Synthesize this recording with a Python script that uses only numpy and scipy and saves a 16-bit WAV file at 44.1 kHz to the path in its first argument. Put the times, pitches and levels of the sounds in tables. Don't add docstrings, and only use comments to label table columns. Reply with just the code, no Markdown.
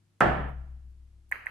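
import sys
import numpy as np
from scipy import signal
from scipy.fft import rfft, irfft
from scipy.io import wavfile

SR = 44100
rng = np.random.default_rng(int(sys.argv[2]) if len(sys.argv) > 2 else 0)


def output_pcm(signal):
    pcm = np.clip(np.atleast_2d(signal).T, -1, 1) * 32767
    wavfile.write(sys.argv[1], SR, np.round(pcm).astype(np.int16))


def field_ratio(decibels):
    return 10 ** (np.asarray(decibels, dtype=float) / 20)


N = 66150

# pitch_hz, level_db
HUM_PARTIALS = [(100, -68.5), (150, -85), (200, -100.5), (300, -91), (350, -86)]
# freq_hz, level_db (per Hz)
HISS_COLOUR = [(25, 0), (110, 15), (220, 11), (420, -1), (1000, -4.5), (3000, -8), (11800, -14),
               (12400, -29.5)]
# freq_hz, level_db (per Hz)
KNOCK_COLOUR = [(70, -22.5), (150, -5.5), (1400, -10), (2200, -20.5), (3300, -33.5), (4200, -41),
                (9000, -52), (15500, -72)]
# pitch_hz, width_hz, lift_db
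SHAFT_LIFTS = [(647, 86, 5.5), (747.5, 120, 6.5), (1336, 47, 4), (1770, 250, 5.5), (3095, 700, 5),
               (9500, 1600, 1)]
# pitch_hz, width_hz, level_db
SHAFT_RINGS = [(770, 290, -10.5), (1327, 140, -2), (1600, 310, -9), (3002.6, 500, -25.5), (3900, 350, -36),
               (5900, 400, -44)]
# freq_hz, level_db
NEAR_COLOUR = [(300, -5), (1300, 1.5), (3000, 0.5), (6000, -2.5), (11000, -7.5), (14000, -16)]
# delay_s, left_db, right_db
CUE_ECHOES = [(.0017, 7, 8.5), (.0055, -3.5, 0), (.008, 2.5, 3.5), (0.0105, 3.5, -6.5), (.0138, -11, 3),
              (0.016, -7, -9), (.0178, -8, -9)]
# freq_hz, left_minus_right_db
CUE_TILT = [(60, 6), (160, 3.5), (400, -2.5), (1050, -3.5), (2710, -1.5)]
# pitch_hz, level_db, t60_s, first_swing (+1 or -1)
FRAME_MODES = [(25.3, -41, 3.2, 1), (39.5, -44, 1.5, -1), (57, -35.5, 1.9, -1), (63.9, -26.5, 2.2, 1),
               (64.5, -30, .5, -1), (125.5, -37, 1.2, -1), (137.3, -30, 1.0, 1), (110, -39, .6, 1),
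               (152, -35, .5, 1), (167, -32, .45, 1), (190, -52, 2.0, 1), (227, -34, .4, 1),
               (288, -33, .5, 1), (340, -32, .4, 1)]
# start_s, level_db, t60_s
CLOTH_TICKS = [
    (.487, -69, .11),
    (.905, -77, 0.066),
    (1.2927, -66.5, 0.037),
]
# start_s, level_db, bright_db
CLICKS = [
    (1.314, -18.5, -38),
    (1.459, -23.5, -47),
]
# delay_s, body_db, bright_db, left_minus_right_db, right_lag_s
CLICK_PATHS = [(.0001, -13.5, 0.5, -8, .0001), (.0014, -17.5, 0, 7, .0001), (.0038, -18, -16, 11, .0003),
               (.0082, 6.5, -6.5, -3, .00042), (0.0142, -11, -9, -13, -.0009),
               (0.0184, -23, -20, 3, -0.0067), (0.0311, -13, -24, -11, 0.011)]
# freq_hz, level_db
BRIGHT_COLOUR = [(3000, -61), (4300, -47), (5600, -21), (8600, 2), (10500, -3.5), (12600, 8.5), (14500, 7),
                 (16000, 0)]
# freq_hz, level_db
SPREAD_COLOUR = [(150, -19.5), (800, -9.5), (1900, 7.5), (2900, 5.5), (4300, 1.5), (8500, 7.5), (12700, 29),
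                 (14000, -20)]
# freq_hz, t60_s
ROOM_T60 = [(100, 1), (300, 0.6), (1000, 0.68), (3000, 0.73), (6000, 0.45), (10000, 0.54), (15000, 0.19)]
# freq_hz, likeness (0 to 1)
LIKENESS = [(60, .98), (250, 0.73), (700, 0.25), (2000, .2), (8000, .2)]

CUE_S = .2071


def evened(x):
    return x / np.sqrt(np.mean(x ** 2) + 1e-20)


def read(points, hz):
    f, value = np.transpose(points)
    return np.interp(np.log(hz + 1), np.log(f + 1), value)


def add(mix, s, sound):
    part = mix[max(round(s * SR), 0):][:len(sound)]
    part += sound[:len(part)]


def band(x, order, edges_hz, kind):
    return signal.sosfilt(signal.butter(order, edges_hz, kind, fs=SR, output="sos"), x)


def causal(db):
    mirrored = np.r_[db, db[-2:0:-1]]
    log_gain = np.log(field_ratio(np.maximum(mirrored, -100)))
    h = np.fft.ifft(np.exp(signal.hilbert(log_gain).conj())).real[:2048]
    return h / abs(h).max()


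def ring(x, hz, width):
    r = np.exp(-np.pi * width / SR)
    return signal.lfilter([1, -1], [1, -2 * r * np.cos(2 * np.pi * hz / SR), r * r], x)


def pair(size, like, shape):
    a, b, c, d = rng.standard_normal((4,) + shape.shape)
    same = np.clip(like, -1, 1)
    left = a + 1j * b
    right = same * left + np.sqrt(1 - same ** 2) * (c + 1j * d)
    z = np.array([left, right]) * shape
    return signal.istft(z, nperseg=size, noverlap=size * 3 // 4)[1][:, :N]


def room(x, gap_s):
    sag_s, sag_db, sag_rise_s = .31, -7, 0.01
    hz = np.fft.rfftfreq(512, 1 / SR)[:, None]
    t = np.arange(420) * 128 / SR
    tail = pair(512, read(LIKENESS, hz), field_ratio(-60 * t / read(ROOM_T60, hz)))
    t = np.arange(tail.shape[1]) / SR
    sag = field_ratio(sag_db / (1 + np.exp((sag_s - t) / sag_rise_s)))
    tail = tail * np.clip(t / gap_s, 0, 1) ** 2 * sag
    return signal.fftconvolve(x[None], tail / np.linalg.norm(tail[0]), axes=1)[:, :N]


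def background():
    swell_db, swell_s, hiss_db, least_likeness = 2, .8, -80.5, 0.16
    t = np.arange(N) / SR
    hum = 0
    for hz, db in HUM_PARTIALS:
        waver_db = 2.5 * np.sin(2 * np.pi * (rng.uniform(3.2, 3.7) * t + rng.random()))
        tone = np.sin(2 * np.pi * (hz * t + rng.random()))
        hum = hum + np.sqrt(2) * field_ratio(db + waver_db) * tone
    swell = field_ratio(swell_db * (t > CUE_S) * np.exp(-np.maximum(t - CUE_S, 0) / swell_s))
    hz = np.fft.rfftfreq(2048, 1 / SR)[:, None]
    steady = field_ratio(read(HISS_COLOUR, hz)) * np.ones(N // 512 + 5)
    hiss = pair(2048, np.maximum(read(LIKENESS, hz), least_likeness), steady)
    high = band(hiss.mean(0), 4, 400, "high")
    return hum * swell * field_ratio([[1.5], [-1.5]]) + field_ratio(hiss_db) * hiss / high.std()


def tip_snap():
    level_db, decay_s = -40.5, 0.0057
    noise = band(rng.standard_normal(900), 3, [5600, 11600], "band")
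    return field_ratio(level_db) * np.exp(-np.arange(900) / SR / decay_s) * evened(noise)


def cue():
    level_db, direct_db, wet_db = -15.5, -3, 2.5
    hz = np.fft.rfftfreq(8192, 1 / SR)
    colour = read(KNOCK_COLOUR, hz)
    for f, width, db in SHAFT_LIFTS:
        colour = colour + db / (1 + (2 * (hz - f) / width) ** 2)
    t = np.arange(2048) / SR
    ringing = 0
    for f, width, db in SHAFT_RINGS:
        ringing = ringing + field_ratio(db) * np.exp(-np.pi * width * t) * np.sin(2 * np.pi * f * t)
    knock = causal(colour + read(NEAR_COLOUR, hz)) + ringing * (1 - np.exp(-t / 0.00027))
    out, to_room = np.zeros((2, N)), np.zeros(N)
    add(to_room, CUE_S, causal(colour))
    for side in out:
        add(side, CUE_S, -field_ratio(direct_db) * knock)
    for delay, left_db, right_db in CUE_ECHOES:
        add(out[0], CUE_S + delay, field_ratio(left_db) * knock)
        add(out[1], CUE_S + delay, field_ratio(right_db) * knock)
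    out = field_ratio(level_db) * out + field_ratio(wet_db) * room(to_room, 0.0042)
    tilt_db = read(CUE_TILT, np.fft.rfftfreq(N, 1 / SR)) * np.array([[.5], [-.5]])
    out = irfft(rfft(out) * field_ratio(tilt_db), N)
    for side in out:
        add(side, CUE_S - .0018, tip_snap())
    return out


def frame():
    lag_s, rise_s, pan_db = .024, 0.0054, 3.8
    t = np.maximum(np.arange(N) / SR - CUE_S - lag_s, 0)
    boom = 0
    for hz, db, t60, sense in FRAME_MODES:
        boom = boom + sense * field_ratio(db - 60 * t / t60) * np.sin(2 * np.pi * hz * t)
    return boom * (1 - np.exp(-t / rise_s)) * field_ratio(pan_db * np.array([[.5], [-.5]]))


def ticks():
    out, t = np.zeros((2, N)), np.arange(5000) / SR
    for s, db, t60 in CLOTH_TICKS:
        for side in out:
            scuff = ring(rng.standard_normal(5000), 10700, 9000)
            add(side, s, field_ratio(db - 60 * t / t60) * evened(scuff))
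    return out


def balls():
    contact_s, body_hz, body_width_hz = .0005, 1851, 1100
    thud_hz, thud_width_hz, thud_db, wet_db = 856, 520, -18.5, -1.5
    phase = np.clip(np.arange(1500) / SR / contact_s, 0, 1)
    force = abs(np.sin(np.pi * phase)) ** 1.5
    body = force
    for _ in range(5):
        body = ring(body, body_hz, body_width_hz)
    thud = ring(ring(force, thud_hz, thud_width_hz), thud_hz, thud_width_hz)
    hz = np.fft.rfftfreq(8192, 1 / SR)
    bright = np.convolve(force, causal(read(BRIGHT_COLOUR, hz)))[:1500]
    spread = np.convolve(force, causal(read(SPREAD_COLOUR, hz)))[:1500]
    body, thud, bright, spread = (v / abs(v).max() for v in (body, thud, bright, spread))
    out, to_room = np.zeros((2, N)), np.zeros(N)
    for s, db, bright_db in CLICKS:
        add(to_room, s, field_ratio(db + wet_db) * spread)
        for delay, body_db, edge_db, pan_db, lag in CLICK_PATHS:
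            sound = field_ratio(db + body_db) * body + field_ratio(bright_db + edge_db) * bright
            add(out[0], s + delay, field_ratio(pan_db / 2) * sound)
            add(out[1], s + delay + lag, field_ratio(-pan_db / 2) * sound)
        for side in out:
            add(side, s + 0.0011, field_ratio(db + thud_db) * thud)
    return out + room(to_room, 0.0067)


def scene():
    return background() + cue() + frame() + ticks() + balls()


def top_cut(x):
    return signal.sosfilt(signal.butter(12, 15750, fs=SR, output="sos"), x)


def record(dry):
    limited = signal.sosfilt(signal.ellip(8, .5, 60, 15750, fs=SR, output="sos"), dry)
    return top_cut(limited)


dry = scene()
out = record(dry)
output_pcm(out)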